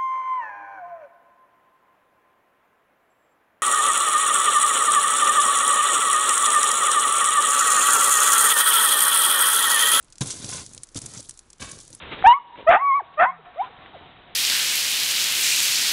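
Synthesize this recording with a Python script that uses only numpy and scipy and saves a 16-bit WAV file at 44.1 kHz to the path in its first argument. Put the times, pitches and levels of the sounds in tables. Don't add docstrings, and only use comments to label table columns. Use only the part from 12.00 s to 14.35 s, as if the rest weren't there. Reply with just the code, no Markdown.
import sys
import numpy as np
from scipy import signal
from scipy.io import wavfile
from scipy.ndimage import uniform_filter1d

SR = 44100
rng = np.random.default_rng(int(sys.argv[2]) if len(sys.argv) > 2 else 0)


def volts(x):
    e = np.asarray(x, float) / 20
    return 10 ** e


def wav_out(sig):
    wavfile.write(sys.argv[1], SR, np.round(np.clip(np.atleast_2d(sig).T, -1, 1) * 32767).astype(np.int16))


N = 103635
T = np.arange(N) / SR

# time in seconds, pitch in Hz, level in dB of the first, second and third partial.
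YELP = [(.241, 775.5, -16, -46.5, -48.5), (.247, 746, -11, -34, -35.5), (.258, 783, -9.5, -22, -24.5),
        (.268, 884.5, -5.5, -18.5, -28.5), (.28, 928.5, -7, -28, -31), (.292, 949, -8, -35.5, -25),
        (.324, 978.6, -8.5, -32.5, -27.5), (.333, 1034, -17, -32, -41.5), (.342, 1096, -19, -29.5, -70),
        (.372, 1147, -27.5, -57, -55.5), (.388, 1155, -34, -78.5, -83)]
BARK = [(.666, 642.3, -29.5, -49, -60), (0.675, 610.6, -16, -17, -22), (.688, 669, -9.5, -19.5, -28.5),
        (0.706, 703.3, -10, -27.5, -26), (0.726, 733.6, -12, -20.5, -26.5),
        (0.748, 703.6, -15, -26.5, -38.5), (0.764, 798.5, -14, -45, -55.5),
        (.774, 893, -18.5, -39.5, -38.5), (0.794, 993, -38, -31.5, -65.5)]
WHINE = [(.79, 999, -31.5, -37, -74), (0.824, 1128, -20.5, -42.5, -71.5), (0.881, 1126, -17, -35, -69.5),
         (.93, 1061, -16, -32.5, -58.5), (.962, 1148, -18, -35.5, -71), (0.992, 1108, -22, -41, -71),
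         (0.997, 950, -27, -48, -75.5), (1.01, 757, -28.5, -38, -76), (1.013, 640, -48.5, -61, -76.5),
         (1.021, 398, -46, -67, -76.5), (1.033, 343, -58.5, -70, -79)]
YAP = [(1.17, 609, -55, -53, -72.5), (1.179, 605.4, -31, -30.5, -41.5), (1.198, 620.8, -20, -16, -25.5),
       (1.208, 695.2, -15, -21.5, -32.5), (1.244, 740.6, -13, -30, -46.5), (1.251, 782, -25, -23.5, -51.5),
       (1.257, 942, -18.5, -31.5, -61.5), (1.289, 1073, -26, -40.5, -64), (1.304, 1061, -27, -41.5, -66.5),
       (1.31, 1102, -41, -49.5, -65.5), (1.325, 1108, -48, -49, -66.5)]
WHIMPER = [(1.558, 512, -46, -52, -68), (1.571, 595.3, -41.5, -45, -64.5), (1.599, 733.5, -22, -57, -45.5),
           (1.613, 813, -20, -54, -50), (1.625, 1002, -27.5, -70.5, -69), (1.649, 1017, -35, -81, -77.5),
           (1.664, 960, -56, -74, -76)]
# start in seconds, length in seconds, first pitch in Hz, last pitch in Hz, level in dB.
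SQUEAKS = [
    (1.925, .055, 1020, 370, -40),
    (1.385, .024, 520, 370, -47),
    (1.69, .024, 560, 400, -46),
    (1.17, .32, 210, 140, -54),
    (1.59, .045, 3600, 3640, -53),
    (1.658, .016, 3450, 3800, -53),
]
# start in seconds, end in seconds, roughness from 0 to 1, rasp level in dB, muzzle cut in Hz.
ROUGH_SPELLS = [
    (0.695, 0.771, 0.52, -12, 3000),
    (1.194, 1.261, 0.37, -14.5, 2700),
    (1.6, 1.69, 0.1, -43.5, 1800),
    (0.233, 0.345, 0.11, -30, 4234),
    (0.778, .84, 0.05, -39.5, 2880),
    (1.252, 1.371, 0.08, -45.5, 2280),
]
# time in seconds, half length in seconds, depth from 0 to 1.
BREAKS = [
    (0.2657, .003, 0.6),
    (.7145, 0.0033, 0.9),
    (0.7458, 0.002, 0.5),
    (1.209, 0.0027, 0.5),
    (1.6235, 0.0013, 0.57),
]
# start in seconds, end in seconds, depth from 0 to 1. The end lies before
THREE_BEAT = (.316, 0.3, 0.11)
# pitch in Hz, width in Hz, level in dB.
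THROAT = [(688, 150, -2.5), (1226, 160, 2.5), (1487, 150, -1.5), (1800, 180, -2.5), (2596, 170, -9.5),
          (3000, 350, -21.5), (3400, 160, -14)]
# delay in seconds, level in dB.
SHED_ECHOES = [
    (0.098, -42.5),
    (0.252, -41),
]
# start in seconds, length in seconds, level in dB, grains per second.
PAWS = [(.0, .08, -42.5, 1900), (0.097, 0.063, -31, 4300), (0.168, 0.05, -39.5, 7200),
        (0.536, 0.097, -49, 1800), (0.581, 0.09, -52, 2300), (1.119, 0.044, -51.5, 990),
        (1.44, 0.038, -53, 1900), (1.576, 0.14, -45.5, 2000)]
# time in seconds, peak in dB, pitch in Hz, time to fall 60 dB in seconds.
SNAPS = [(.225, -14.5, 1400, 0.0039), (.558, -31.5, 1490, .005), (0.5807, -32.5, 380, 0.013),
         (.5875, -28.5, 560, 0.012), (.596, -31, 520, 0.019), (.6055, -31, 523, 0.021),
         (0.6268, -33.5, 526, .018), (0.647, -36.5, 1300, 0.0055), (1.581, -38.5, 3300, .004),
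         (1.789, -33, 1800, .003), (1.788, -40, 171, 0.028), (1.861, -28.5, 2010, 0.0036)]
# pitch in Hz, level in dB per Hz.
SNOW_COLOUR = [(30, -11), (300, 2.5), (800, -1.5), (2500, 0.5), (3600, -3), (5000, -6)]
# pitch in Hz, level in dB per Hz.
WIND_COLOUR = [(25, 1.5), (150, -1.5), (400, -2.5), (750, -4.5), (1300, -6.5), (2200, -7.5), (3600, -8),
               (5000, -8.5)]
# time in seconds, level in dB.
WIND_LEVEL = [(0, -37), (.235, -38.5), (.275, -55.5), (.37, -60), (.65, -50.5), (.8, -55.5), (1.14, -56),
              (1.35, -57.5), (1.6, -52.5), (1.8, -48.5), (2.35, -48.5)]
# time in seconds, notch in dB, build-up in seconds, thump level in dB.
GAIN_NOTCHES = [
    (.2615, .8, .012, -24),
    (.2675, 0.1, .004, -24),
    (.294, 1.7, .08, -36),
    (.6935, 3, .009, -25),
]

ROUGH_EDGE_S, ONSET_S = 0.033, .002
PHASE_WOBBLE, WOBBLE_HZ = 1.57, 60
STRENGTH_WOBBLE, FLUTTER, FLUTTER_HZ = 0.44, 1.5, 90
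UPPER_FALL_DB = -9.5
MUZZLE_HZ, MUZZLE_DB_PER_KHZ = 3300, -12.5
ROUGH_SWING = .62
FENCE_HZ, FENCE_WIDTH_HZ, FENCE_DB = 750, 120, -1.5
YARD_T60_S, YARD_DB, YARD_CUT_HZ = 4.03, -32.5, 6600
NEAR_T60_S, NEAR_DB = 0.27, -21
ECHO_FOLLOWS_GAIN = 0.91
THUMP_S, MIC_SKEW, HISS_DB = 0.011, 0.013, -102
CLIP_LEVEL, CUTOFF_HZ = .705, 3820


def rms_one(x):
    return x / np.sqrt(np.mean(x ** 2) + 1e-20)


def drift(rate_hz, count=N):
    r = np.exp(-2 * np.pi * rate_hz / SR)
    noise = rng.standard_normal(count + 4000)
    return rms_one(signal.lfilter([1], [1, -2 * r, r * r], noise)[4000:])


def window(start, end, edge):
    return np.clip(np.minimum(T - start, end - T) / edge + .5, 0, 1)


def filtered(x, order, hz, kind="low"):
    return signal.sosfilt(signal.butter(order, hz, kind, fs=SR, output="sos"), x)


def dog():
    rough = sum(np.clip(r, 0, 1) * window(start, end, ROUGH_EDGE_S) ** 2
                for start, end, r, *_ in ROUGH_SPELLS)
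    voice = sum(call(rows, rough) for rows in (YELP, BARK, WHINE, YAP, WHIMPER)) + rasp()
    limited = voice / (1 + (voice / ROUGH_SWING) ** 4) ** .25
    share = np.clip(8 * (rough - .06), 0, 1)
    band = signal.butter(2, [480, 3200], "band", fs=SR, output="sos")
    change = signal.sosfiltfilt(band, limited - voice)
    return voice + share * change + squeaks()


def call(rows, rough):
    s, *columns = np.transpose(rows)
    first = int(s[0] * SR)
    span = slice(first - 400, first + 12000)
    t, rough = T[span], rough[span]
    hz, *db = (uniform_filter1d(np.interp(t, s, c), size=90) for c in columns)
    phase = 2 * np.pi * np.cumsum(hz) / SR
    phase = phase + PHASE_WOBBLE * rough * drift(WOBBLE_HZ, count=len(t))

    db += [db[2] + UPPER_FALL_DB * k for k in (1, 2, 3)]
    db = [level + MUZZLE_DB_PER_KHZ * np.maximum((k + 1) * hz - MUZZLE_HZ, 0) / 1000
          for k, level in enumerate(db)]

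    held = 1 - sum(np.clip(depth, 0, 1) * np.exp(-((t - at) / half) ** 2) for at, half, depth in BREAKS)
    strength = 1 + STRENGTH_WOBBLE * rough * drift(71, count=len(t))
    tone = held * volts(db[0]) * np.sin(phase) * strength
    flutter = 1 + FLUTTER * rough * drift(FLUTTER_HZ, count=len(t)) + 0.19 * drift(96, count=len(t))
    tone += flutter * sum(volts(level) * np.sin((k + 2) * phase) for k, level in enumerate(db[1:]))

    start, end, depth = THREE_BEAT
    beat = np.sin(phase / 3) + np.sin(2 * phase / 3)
    tone *= 1 + depth * window(start, end, .008)[span] * beat
    out = np.zeros(N)
    out[span] = np.sqrt(2) * window(s[0], s[-1], ONSET_S)[span] * tone
    return out


def rasp():
    breath = rng.standard_normal(N) * volts(0.55 * drift(100))
    throat = 0
    for k, (hz, width, db) in enumerate(THROAT):
        r = np.exp(-np.pi * width / SR)
        ring = [1, -2 * r * np.cos(2 * np.pi * hz / SR), r * r]
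        throat = throat + (-1) ** k * volts(db) * signal.lfilter([1 - r * r, 0, r * r - 1], ring, breath)
    throat = rms_one(filtered(throat, 3, 600, "high"))
    throat = 1.6 * np.tanh(throat / 1.6)
    out = 0
    for start, end, _, db, cut_hz in ROUGH_SPELLS:
        out = out + volts(db) * window(start, end, ROUGH_EDGE_S) ** 2 * filtered(throat, 6, cut_hz)
    return out


def squeaks():
    out = 0
    for s, length, first_hz, last_hz, db in SQUEAKS:
        u = np.clip((T - s) / length, 0, 1)
        phase = 2 * np.pi * np.cumsum(first_hz + (last_hz - first_hz) * u) / SR
        out = out + volts(db) * np.sin(np.pi * u) * np.sin(phase)
    return out


def yard(x):
    r = np.exp(-np.pi * FENCE_WIDTH_HZ / SR)
    ring = [1, -2 * r * np.cos(2 * np.pi * FENCE_HZ / SR), r * r]
    x = x + volts(FENCE_DB) * signal.lfilter([1 - r, 0, r - 1], ring, x)

    trees = volts(-60 * T / YARD_T60_S) * np.clip(T / 0.019, 0, 1)
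    fences = volts(-60 * T / NEAR_T60_S) * np.clip(T / 0.032, 0, 1)
    shapes = [(trees, YARD_DB), (fences, NEAR_DB)]
    shapes += [(np.exp(-((T - s) / 0.024) ** 2), db) for s, db in SHED_ECHOES]
    tail = 0
    for shape, db in shapes:
        smear = shape * rng.standard_normal(N)
        tail = tail + volts(db) * smear / np.sqrt(np.sum(smear ** 2))
    return filtered(signal.fftconvolve(x, tail)[:N], 1, [700, YARD_CUT_HZ], "band")


def paws():
    rate = sum(n * ((T >= s) & (T < s + length)) for s, length, _, n in PAWS) + 500
    grains = (rng.random((2, N)) < rate / SR) * volts(2.53 * rng.exponential(1, (2, N)))
    grains = grains * rng.choice([-1, 1], (2, N))
    press = sum(volts(db) * np.sin(np.pi * np.clip((T - s) / length, 0, 1)) ** 2
                for s, length, db, _ in PAWS)
    return coloured(grains / np.sqrt(rate), SNOW_COLOUR, patchy_db=1.0) * press


def snaps():
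    out = 0
    for s, db, hz, t60 in SNAPS:
        u = np.maximum(T - s, 0)
        out = out + volts(db - 60 * u / t60) * np.sin(2 * np.pi * hz * u)
    return out


def wind(level_db):
    return volts(level_db) * coloured(rng.standard_normal((2, N)), WIND_COLOUR, patchy_db=1.5)


def coloured(x, spectrum, patchy_db):
    edges = 22 * 2 ** np.arange(0, 8.5, .5)
    swell, flicker = drift(5.4), [drift(16) for _ in range(4)]
    spectrum_hz, spectrum_db = np.transpose(spectrum)
    out = 0
    for k, (low, high) in enumerate(zip(edges, edges[1:])):
        band = filtered(x[k % 2], 2, [low, high], "band")
        db = np.interp(np.log(np.sqrt(low * high)), np.log(spectrum_hz), spectrum_db)
        patches = swell + np.roll(flicker[k % 4], 9000 * k)
        out = out + band * volts(db + patchy_db * patches)
    return rms_one(out)


def scene():
    voice = dog()
    wind_db = np.interp(T, *np.transpose(WIND_LEVEL))
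    gain = volts(ECHO_FOLLOWS_GAIN * (wind_db - wind_db.mean()))
    echoes = gain * yard(voice / gain)
    return (voice + echoes + paws() + snaps() + wind(wind_db))[None]


def roll_off(x):
    return signal.sosfilt(signal.butter(12, 15700, fs=SR, output="sos"), x)


def record(dry):
    notch_db = sum(db * np.clip(1 - (s - T) / rise, 0, 1) * (T < s) for s, db, rise, _ in GAIN_NOTCHES)
    x = dry * volts(notch_db)
    for k, (s, _, _, thump_db) in enumerate(GAIN_NOTCHES):
        u = np.maximum(T - s, 0) / THUMP_S
        x = x + (-1) ** k * volts(thump_db) * (T >= s) * np.exp(-u) * (1 - .5 * u)
    x = filtered(x + MIC_SKEW * x ** 2, 1, 28, "high")
    x = signal.sosfilt(signal.cheby1(8, .5, CUTOFF_HZ, fs=SR, output="sos"), x)
    x = np.clip(x, -CLIP_LEVEL, CLIP_LEVEL) + volts(HISS_DB) * rng.standard_normal(x.shape)
    return roll_off(x)


dry = scene()
out = record(dry)
wav_out(out)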